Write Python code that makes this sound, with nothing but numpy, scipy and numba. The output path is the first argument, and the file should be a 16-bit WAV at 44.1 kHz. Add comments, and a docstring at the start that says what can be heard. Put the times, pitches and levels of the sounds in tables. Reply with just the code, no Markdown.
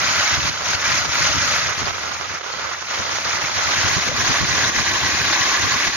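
"""A meltwater cascade pours down rock ledges: spray hisses, drops slap the stone and bubbles ring in the pools.
From the start wind buffets the two microphone ports of a hand-held phone, and the middle band swells briefly.
After half a second the wind also sputters and cracks, most on the right port. The rush dips briefly again and again
and sags midway. Then its colour changes as the phone turns, and a low, hollow double tone sounds near 4.1 s.
Water is filtered noise, random ticks and damped sines; wind is filtered noise and ticks under timed envelopes."""
import sys
import numpy as np
from scipy import signal
from scipy.fft import rfft, irfft
from scipy.io import wavfile
from scipy.ndimage import uniform_filter1d
from numba import njit

SR = 44100
rng = np.random.default_rng(int(sys.argv[2]) if len(sys.argv) > 2 else 0)


def persist_wave(psi):
    """Save psi, clipped to +-1, as 16-bit WAV."""
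    counts = np.round(np.clip(psi, -1, 1) * 32767).astype(np.int16)
    wavfile.write(sys.argv[1], SR, np.atleast_2d(counts).T)


N = 262836  # length of the scene [samples]

# colour of wind crackle, shared by the sputter and the cracks: (frequency [Hz], relative level [dB per Hz])
CRACKLE_COLOUR = [(120, -45), (250, -36), (350, -6.5), (550, -2.5), (850, -2.5), (1200, 1.5), (1600, -1.5),
                  (2300, -12.5), (3500, -12.5), (7000, -31)]


def undb(db):
    """Turn decibels into a gain."""
    return 10 ** (np.asarray(db) / 20)


def unit(x):
    """Scale to an average strength (rms) of 1."""
    return x / np.sqrt(np.mean(x ** 2))


def curve(rows):
    """Join (time [s], value) rows by straight lines."""
    return np.interp(np.arange(N) / SR, *np.transpose(rows))


def over_bins(rows):
    """Read (frequency [Hz], value) rows at every frequency bin, on a log axis."""
    hz, value = np.transpose(rows)
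    bin_hz = np.maximum(np.fft.rfftfreq(N, 1 / SR), 1)
    return np.interp(np.log(bin_hz), np.log(hz), value)


def colour(x, rows):
    """Filter by (frequency [Hz], gain [dB]) rows."""
    return irfft(rfft(x) * undb(over_bins(rows)), N)


def walk(rate):
    """Wander at random: new levels, rate times a second, smoothed twice and scaled to rms 1."""
    k = max(int(SR / rate), 2)
    held = np.repeat(rng.standard_normal(N // k + 1), k)[:N]
    return unit(uniform_filter1d(uniform_filter1d(held, k), k))


def impacts(per_s, spread_db):
    """Randomly timed ticks of either sign and of uneven strength."""
    hit = rng.random(N) < per_s / SR
    sign = rng.choice([-1, 1], N)
    return unit(hit * sign * undb(spread_db * rng.random(N)))


def pulse(start, length, rise, fall):
    """Envelope 0-1, times in seconds: rise at the start, hold, fall once the length is over."""
    t = np.arange(N) / SR - start
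    return np.clip(t / rise, 0, 1) * np.clip(1 - (t - length) / fall, 0, 1)


def steady(x, size):
    """Even out chance swells longer than size samples, keeping roughly the mean level."""
    power = np.mean(np.atleast_2d(x) ** 2, axis=0)
    local_power = uniform_filter1d(power, size) + 1e-18  # never zero
    return x * np.sqrt(power.mean() / local_power)


@njit
def ring(start, hz, cycles, size, glide):
    """Add up damped sines whose pitch climbs, as a bubble's does when it nears the surface."""
    out = np.zeros(N)
    for k in range(len(start)):
        length, phase = int(cycles[k] * SR / hz[k]), 0.
        for i in range(min(length, N - start[k])):
            age = i / length
            phase += 2 * np.pi * hz[k] * (1 + glide * age) / SR
            out[start[k] + i] += size[k] * np.exp(-5 * age) * np.sin(phase)
    return out


def random_rings(count, low_hz, high_hz, cycles, spread_db, glide):
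    """Short ringing tones at random times and pitches, like air bubbles of all sizes."""
    when, pitch, life, size = rng.random((count, 4)).T
    start = (when * N).astype(np.int64)
    hz = low_hz * (high_hz / low_hz) ** pitch
    # high-pitched tones are brief but sharp; a few of any pitch are much stronger
    gain = undb(-spread_db * np.log(np.maximum(size, .01))) * hz / low_hz
    return unit(ring(start, hz, cycles * (.5 + life), gain, glide))


def spray(flicker_db, flicker_rate):
    """Sheets of water tear into spray: each third of an octave of the hiss flickers by itself."""
    noise = rfft(rng.standard_normal(N))
    # the lowest and highest bands take in everything beyond 400 and 12000 Hz
    band = np.floor(3 * np.log2(np.clip(np.fft.rfftfreq(N, 1 / SR), 400, 12000)))
    out = 0
    for k in np.unique(band):
        out = out + irfft(noise * (band == k), N) * undb(flicker_db * walk(flicker_rate))
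    return unit(out)


def ledge(drops_db=-11, bubbles_db=-8):
    """Water lands on one ledge: spray, with drops slapping the rock and bubbles ringing in the same clumps."""
    drops = impacts(per_s=5000, spread_db=12)
    bubbles = random_rings(count=6000, low_hz=643.4, high_hz=3194, cycles=28.2, spread_db=1.25, glide=0.14)
    clumps = unit(undb(4 * np.tanh(walk(120))))
    splashing = clumps * (undb(drops_db) * drops + undb(bubbles_db) * bubbles)
    return unit(spray(flicker_db=2.5, flicker_rate=110) + splashing)


def at_ports(ledges, rows, lag_ms):
    """One ledge reaches both ports alike, the left a little later; the others reach one port each."""
    shared, left, right = ledges
    rows = np.array(rows)
    alike = over_bins(rows[:, ::2])
    late = np.exp(-2j * np.pi * np.fft.rfftfreq(N, 1 / SR) * lag_ms / 1000)
    together = np.array([shared * late, shared])
    apart = np.array([left, right])
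    ports = np.sqrt(alike) * together + np.sqrt(1 - alike) * apart
    return unit(colour(irfft(ports, N), rows[:, :2]))


def steady_flow(rush):
    """The flow is constant, so the splashing and the hiss above it are each evened out."""
    splash = irfft(rfft(rush) * (np.fft.rfftfreq(N, 1 / SR) < 2800), N)
    return steady(splash, size=1700) + steady(rush - splash, size=1700)


def rush_level():
    """Level in dB: a slow curve that sags midway, with brief dips cut into it and a slight random flutter."""
    # slow course of the rush, before the overall level is added: (time [s], level [dB])
    slow_course = [(0, -24), (0.25, -23), (0.6, -26.5), (0.86, -24), (1.24, -23.5), (1.4, -25), (1.56, -23),
                   (2.0, -32), (2.45, -35.5), (2.82, -32), (2.96, -28.5), (3.3, -28), (3.65, -26),
                   (3.85, -23.5), (4.55, -23.5), (4.9, -24.5), (5.4, -23), (5.96, -24)]
    # the rush dips briefly on both ports: (start [s], length [s], depth [dB])
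    brief_dips = [(0.369, 0.056, 2.5), (0.496, .14, 5), (0.751, 0.081, 4), (0.996, 0.079, 2.5),
                  (1.06, 0.05, 4), (1.273, 0.056, 1), (1.594, 0.092, 2.5), (1.708, 0.054, 4.5),
                  (1.81, 0.028, 3.5), (1.91, 0.06, 2.5), (2.248, 0.017, 2), (2.677, 0.015, 2),
                  (2.386, 0.044, 4.5), (2.747, 0.13, 3.5), (2.998, 0.11, 2), (3.176, 0.071, 1.5),
                  (3.371, 0.024, 4), (3.483, 0.049, 3.5), (3.961, 0.098, 2.5), (4.086, 0.059, 6),
                  (4.228, 0.021, 1.5), (4.4, 0.08, 2.5), (4.698, 0.031, 4.5), (4.817, 0.023, 3.5),
                  (4.979, 0.02, 1.5), (5.11, 0.015, 0.5), (5.578, 0.015, 1), (5.88, 0.059, 3.5)]
    dips = sum(depth * pulse(s, length, rise=0.007, fall=0.028) for s, length, depth in brief_dips)
    flutter = 0.55 * walk(120)  # small quick unevenness
    return curve(slow_course) - dips + flutter


def waterfall(level_db=4.5, right_db=.5, lag_ms=0.074, mist_db_per_db=0.1):
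    """The cascade from three ledges, blending between two colours as the phone turns."""
    # colour before and after the turn: (frequency [Hz], relative level [dB per Hz], likeness at the ports [0-1])
    falls_before = [(120, -58, .8), (210, -11, 0.5), (296, -10, 1), (427, -15.5, 0.92), (572, -2.5, 0.77),
                    (724, -7.5, 1), (1040, -3, 0.28), (1164, -1.5, 0.07), (1370, 2, 0.77), (1600, -2, 0.52),
                    (1930, 0.5, 0.5), (2090, -0.5, 0.55), (3070, -7.5, 0.43), (3770, -4, 0.75),
                    (6200, -4.5, 0)]
    falls_after = [(120, -21, 1), (220, -8, 0.73), (367, -5.5, 1), (474, -10, 0.71), (924, -8.5, 0.85),
                   (1060, -2, 1), (1186, -2.2, 0.37), (1280, -12, 0.17), (1490, -1.5, 0.17),
                   (1710, 0.5, 0.65), (1940, -0.5, 0.99), (2300, -7, 0.26), (2470, -3, 0.58),
                   (2580, -7.5, 0.24), (2850, -7, 0.31), (4020, -1, 0.34), (4850, -5, 0.2),
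                   (5870, -3, 0.08)]
    # how far the phone has turned: (time [s], share of the turn [0-1])
    turn_course = [(0, 0.08), (3.0, 0.07), (4.0, 0.57), (4.7, 0.93), (5.2, 0.8), (5.96, 0.7)]
    ledges = [rfft(ledge()) for _ in range(3)]
    turn = curve(turn_course)
    before = at_ports(ledges, falls_before, lag_ms)
    after = at_ports(ledges, falls_after, lag_ms)
    rush = steady_flow((1 - turn) * before + turn * after)
    # the finest hiss sinks further than the rest whenever the rush dips
    rush_db = rush_level()
    mist = irfft(rfft(rush) * (np.fft.rfftfreq(N, 1 / SR) > 8000), N)
    rush = rush + mist * (undb(mist_db_per_db * (rush_db - rush_db.mean())) - 1)
    return rush * undb(rush_db + level_db + np.array([[0], [right_db]]))


def buffet(port, breeze_db, gust_db, flutter_db):
    """Wind thumps on one port: gusts come at the same times on both, with separate noise and levels."""
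    # colour of the thumping air: (frequency [Hz], relative level [dB per Hz])
    rumble = [(20, -22), (45, -28), (65, -9), (87, 1), (115, -4), (150, -5.5), (200, -14), (300, -12.5),
              (500, -27), (1200, -19), (3000, -70)]
    # gusts, before gust_db is added: (start [s], length [s], left port level [dB], right port level [dB])
    gust_times = [(0, .11, -30.5, -43), (0.162, 0.035, -30, -27), (0.31, 0.035, -24.5, -24),
                  (0.366, 0.027, -26.5, -24), (0.421, 0.035, -23.5, -27), (0.471, 0.034, -30, -24),
                  (0.66, 0.058, -30.5, -44), (0.735, 0.024, -26, -45), (0.865, .075, -32, -30.5),
                  (0.923, 0.093, -42, -30), (1, 0.1, -29, -49), (1.13, .04, -40, -33),
                  (1.195, 0.067, -27, -26), (1.286, 0.03, -23, -26), (1.335, 0.051, -23.5, -25),
                  (1.389, 0.036, -29, -25), (1.435, 0.16, -31, -38), (1.614, 0.1, -32, -53),
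                  (1.769, 0.078, -26, -43), (1.857, 0.057, -27.5, -36), (2.292, .025, -32, -57),
                  (2.98, 0.033, -28.5, -46), (3.11, 0.065, -33, -59), (3.25, .035, -31, -58),
                  (3.323, .035, -32, -51), (3.419, 0.03, -25, -52), (3.55, 0.033, -26.5, -50.5),
                  (3.645, 0.033, -23, -35), (3.755, .05, -28, -40), (3.833, 0.036, -21.5, -22.5),
                  (3.897, 0.043, -29, -33), (3.956, 0.03, -20.5, -20.5), (4.057, 0.055, -25.5, -32),
                  (4.115, .035, -27, -43), (4.174, 0.063, -30, -28), (4.274, 0.044, -20.5, -21.5),
                  (4.403, 0.045, -21, -20), (4.48, 0.063, -26.5, -26), (4.545, 0.15, -32, -28),
                  (4.761, 0.062, -24.5, -30), (4.86, 0.1, -30, -33), (5.015, 0.046, -26, -23),
                  (5.08, 0.02, -33, -26), (5.126, 0.028, -29, -24), (5.19, 0.03, -25.5, -26),
                  (5.23, 0.093, -40, -29.5), (5.394, 0.026, -27, -28), (5.585, 0.025, -26, -26),
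                  (5.626, 0.04, -25, -22), (5.709, 0.055, -29.5, -28), (5.862, 0.026, -26, -24),
                  (5.935, 0.025, -29, -41)]
    # light breeze under the gusts, before breeze_db is added: (time [s], level [dB])
    breeze = [(0, -42), (0.56, -41.5), (0.95, -40), (1.7, -42), (2.33, -43.5), (2.42, -53), (2.65, -44),
              (2.78, -51), (3.05, -43), (3.5, -41.5), (4.6, -37), (5.96, -44)]
    air = steady(colour(rng.standard_normal(N), rumble), size=1500)  # the gusts set the force
    air = unit(air * undb(flutter_db * walk(45)))
    gust_power = sum((undb(db[port] + gust_db) * pulse(s, length, rise=0.012, fall=0.015)) ** 2
                     for s, length, *db in gust_times)
    breeze_power = undb(curve(breeze) + breeze_db) ** 2
    return air * np.sqrt(gust_power + breeze_power)


def burst(source, start, length, low_hz, high_hz):
    """A short swell of one band of the source, scaled to rms 1 before its edges are shaped."""
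    rise, fall = 0.013, 0.019  # seconds
    out = np.zeros_like(source)
    span = slice(int(start * SR), int((start + length + fall) * SR))
    band = signal.butter(2, [low_hz, high_hz], "bandpass", fs=SR, output="sos")
    swell = unit(signal.sosfilt(band, source[..., span]))
    out[..., span] = swell * pulse(start, length, rise, fall)[span]
    return out


def middle_swells(apart_db=-5, lag_ms=0.073):
    """Brief swells of the middle band: coarse clusters of short ringing tones, some stronger on the right."""
    # swells: (start [s], length [s], low edge [Hz], high edge [Hz], level [dB], right over left [dB])
    swell_times = [(0.005, 0.12, 1210, 2400, -31.5, 0), (0.14, 0.075, 1210, 2300, -28, 1),
                   (0.258, 0.11, 1140, 1900, -31, -0.5), (0.82, 0.12, 1200, 2300, -28, 1),
                   (1.2, 0.09, 1250, 2300, -29, 1), (1.386, 0.034, 1250, 2220, -26.5, 2),
                   (1.5, 0.09, 1200, 2180, -35, 1), (1.601, 0.13, 1210, 2200, -31, 2),
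                   (2.287, 0.09, 1150, 2300, -34, 4), (2.6, 0.064, 890, 2100, -32.5, 5),
                   (2.705, 0.04, 1100, 2220, -33, 5), (2.895, 0.058, 1110, 2200, -34.5, -2),
                   (3.253, 0.12, 990, 2160, -31, -2), (3.572, 0.044, 600, 950, -32.5, 5),
                   (3.583, 0.047, 1300, 2200, -31, -1), (3.75, 0.055, 1400, 2200, -30.5, 1),
                   (3.825, 0.06, 1380, 2300, -29, 0), (4.333, 0.045, 1370, 2300, -30, -2),
                   (4.497, 0.041, 1480, 2200, -32, 0), (4.57, 0.075, 1450, 2200, -29.5, 0),
                   (4.739, 0.055, 1540, 2100, -28.5, 0), (4.853, 0.042, 1600, 2080, -27.5, 1),
                   (4.942, 0.035, 1010, 1180, -33, 0), (5.025, 0.04, 1600, 2070, -26.5, 1),
                   (5.297, 0.1, 1550, 2070, -30.5, 0), (5.27, 0.33, 1024, 1180, -33.5, -2),
                   (5.515, 0.06, 1550, 2050, -29.5, -2), (5.7, 0.061, 1030, 1200, -34, -3),
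                   (5.763, 0.11, 1650, 2480, -31.5, 0)]
    shared, left, right = (random_rings(count=5000, low_hz=550, high_hz=2900, cycles=16, spread_db=2, glide=0.15)
                           for _ in range(3))
    together = np.array([np.roll(shared, int(lag_ms * SR / 1000)), shared])  # the left a little later
    tones = together + undb(apart_db) * np.array([left, right])
    out = 0
    for s, length, low, high, db, pan in swell_times:
        port_db = db + np.array([[-pan], [pan]]) / 2
        out = out + burst(tones, s, length, low, high) * undb(port_db)
    return out


def sputter(level_db):
    """Air tearing across a port breaks into spells of ragged crackle."""
    # spells of crackle, before level_db is added: (start [s], length [s], level [dB])
    spell_times = [(0.53, 0.3, -29.5), (1.04, 0.05, -26.5), (1.613, 0.15, -28.5), (1.78, 0.052, -27),
                   (1.857, 0.05, -24), (1.93, 0.24, -28.5), (2.197, 0.07, -30), (2.286, 0.13, -28.5),
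                   (2.425, 0.171, -28.5), (2.593, 0.2, -29), (2.817, 0.032, -27.5), (2.878, 0.31, -27.5),
                   (3.248, 0.5, -27), (3.782, 0.98, -30.5)]
    ticks = impacts(per_s=900, spread_db=8)
    chop_db = 4.5 * np.tanh(walk(220))
    crackle = unit(colour(ticks, CRACKLE_COLOUR) * undb(chop_db))
    spells = sum(undb(db) * pulse(s, length, rise=0.0037, fall=0.0037) for s, length, db in spell_times)
    return crackle * spells * undb(level_db)


def cracks(level_db):
    """Single sharp snaps of wind stand out of the crackle, with the same colour."""
    # snaps, before level_db is added: (time [s], peak level [dB])
    snaps = [(0.621, -9), (1.077, -13), (1.093, -9.5), (1.725, -10), (1.831, -6), (1.909, -9),
             (1.983, -8.5), (2.212, -8.5), (2.257, -12), (2.495, -14), (2.539, -9.5), (2.661, -18),
             (2.676, -20), (2.731, -15), (2.745, -23), (3.033, -11), (3.112, -14), (3.186, -6.5),
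             (3.498, -10)]
    ticks = np.zeros(N)
    for s, db in snaps:
        ticks[int(s * SR)] = undb(db + level_db)
    # a single tick's peak equals the mean gain of the filter, so divide by that
    return colour(ticks, CRACKLE_COLOUR) / undb(over_bins(CRACKLE_COLOUR)).mean()


def knocks():
    """The smallest eddies strike both ports as hollow knocks, higher than the rumble: short bands of noise."""
    # knocks: (time [s], middle pitch [Hz], level [dB])
    knock_times = [(0.69, 232, -43), (1.29, 220, -43), (1.356, 250, -36), (1.805, 233, -35.5),
                   (2.325, 258, -44), (2.55, 270, -49), (2.99, 240, -41), (3.425, 220, -42),
                   (3.89, 192, -37.5), (3.96, 290, -40), (4.065, 220, -44), (4.79, 260, -37),
                   (5.87, 248, -34)]
    width = 0.44  # half width as a share of the pitch
    air = rng.standard_normal(N)
    return sum(burst(air, s, 0.018, hz * (1 - width), hz * (1 + width)) * undb(db)
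               for s, hz, db in knock_times)


def hollow_double_tone(glide=0.11):
    """A brief low, hollow double tone near 4.1 s: two damped sines whose pitch climbs."""
    # tones: (time [s], starting pitch [Hz], length [cycles of that pitch], starting level [dB])
    tones = [(4.088, 508, 30, -26), (4.114, 577, 31, -25.5)]
    s, hz, cycles, db = np.array(tones, float).T.copy()
    return ring((s * SR).astype(np.int64), hz, cycles, undb(db), glide)


def scene():
    """The falls, with wind on each port: the left takes more of the breeze, the right more of the crackle."""
    left = buffet(0, breeze_db=0.0, gust_db=-5.5, flutter_db=1.5) + sputter(level_db=-12.5)
    right = buffet(1, breeze_db=-22, gust_db=-6.5, flutter_db=1) + sputter(level_db=-3) + cracks(level_db=1.0)
    return waterfall() + np.array([left, right]) + middle_swells() + knocks() + hollow_double_tone()


def record(dry):
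    """Overall tone: a narrow notch near 1800 Hz, steeply duller treble above 7000 Hz, nothing above 15200 Hz."""
    # overall tone: (frequency [Hz], gain [dB])
    overall_tone = [(1760, 3.5), (1808, -5.5), (1860, 3.5), (6000, 6.5), (6650, 7.5), (7050, -3.5),
                    (7500, -27), (8300, -39), (9300, -15.5), (12000, -21), (15000, -22.5)]
    top_cut = signal.ellip(10, .2, 80, 15200, fs=SR, output="sos")
    return signal.sosfilt(top_cut, colour(dry, overall_tone))


dry = scene()
out = record(dry)
persist_wave(out)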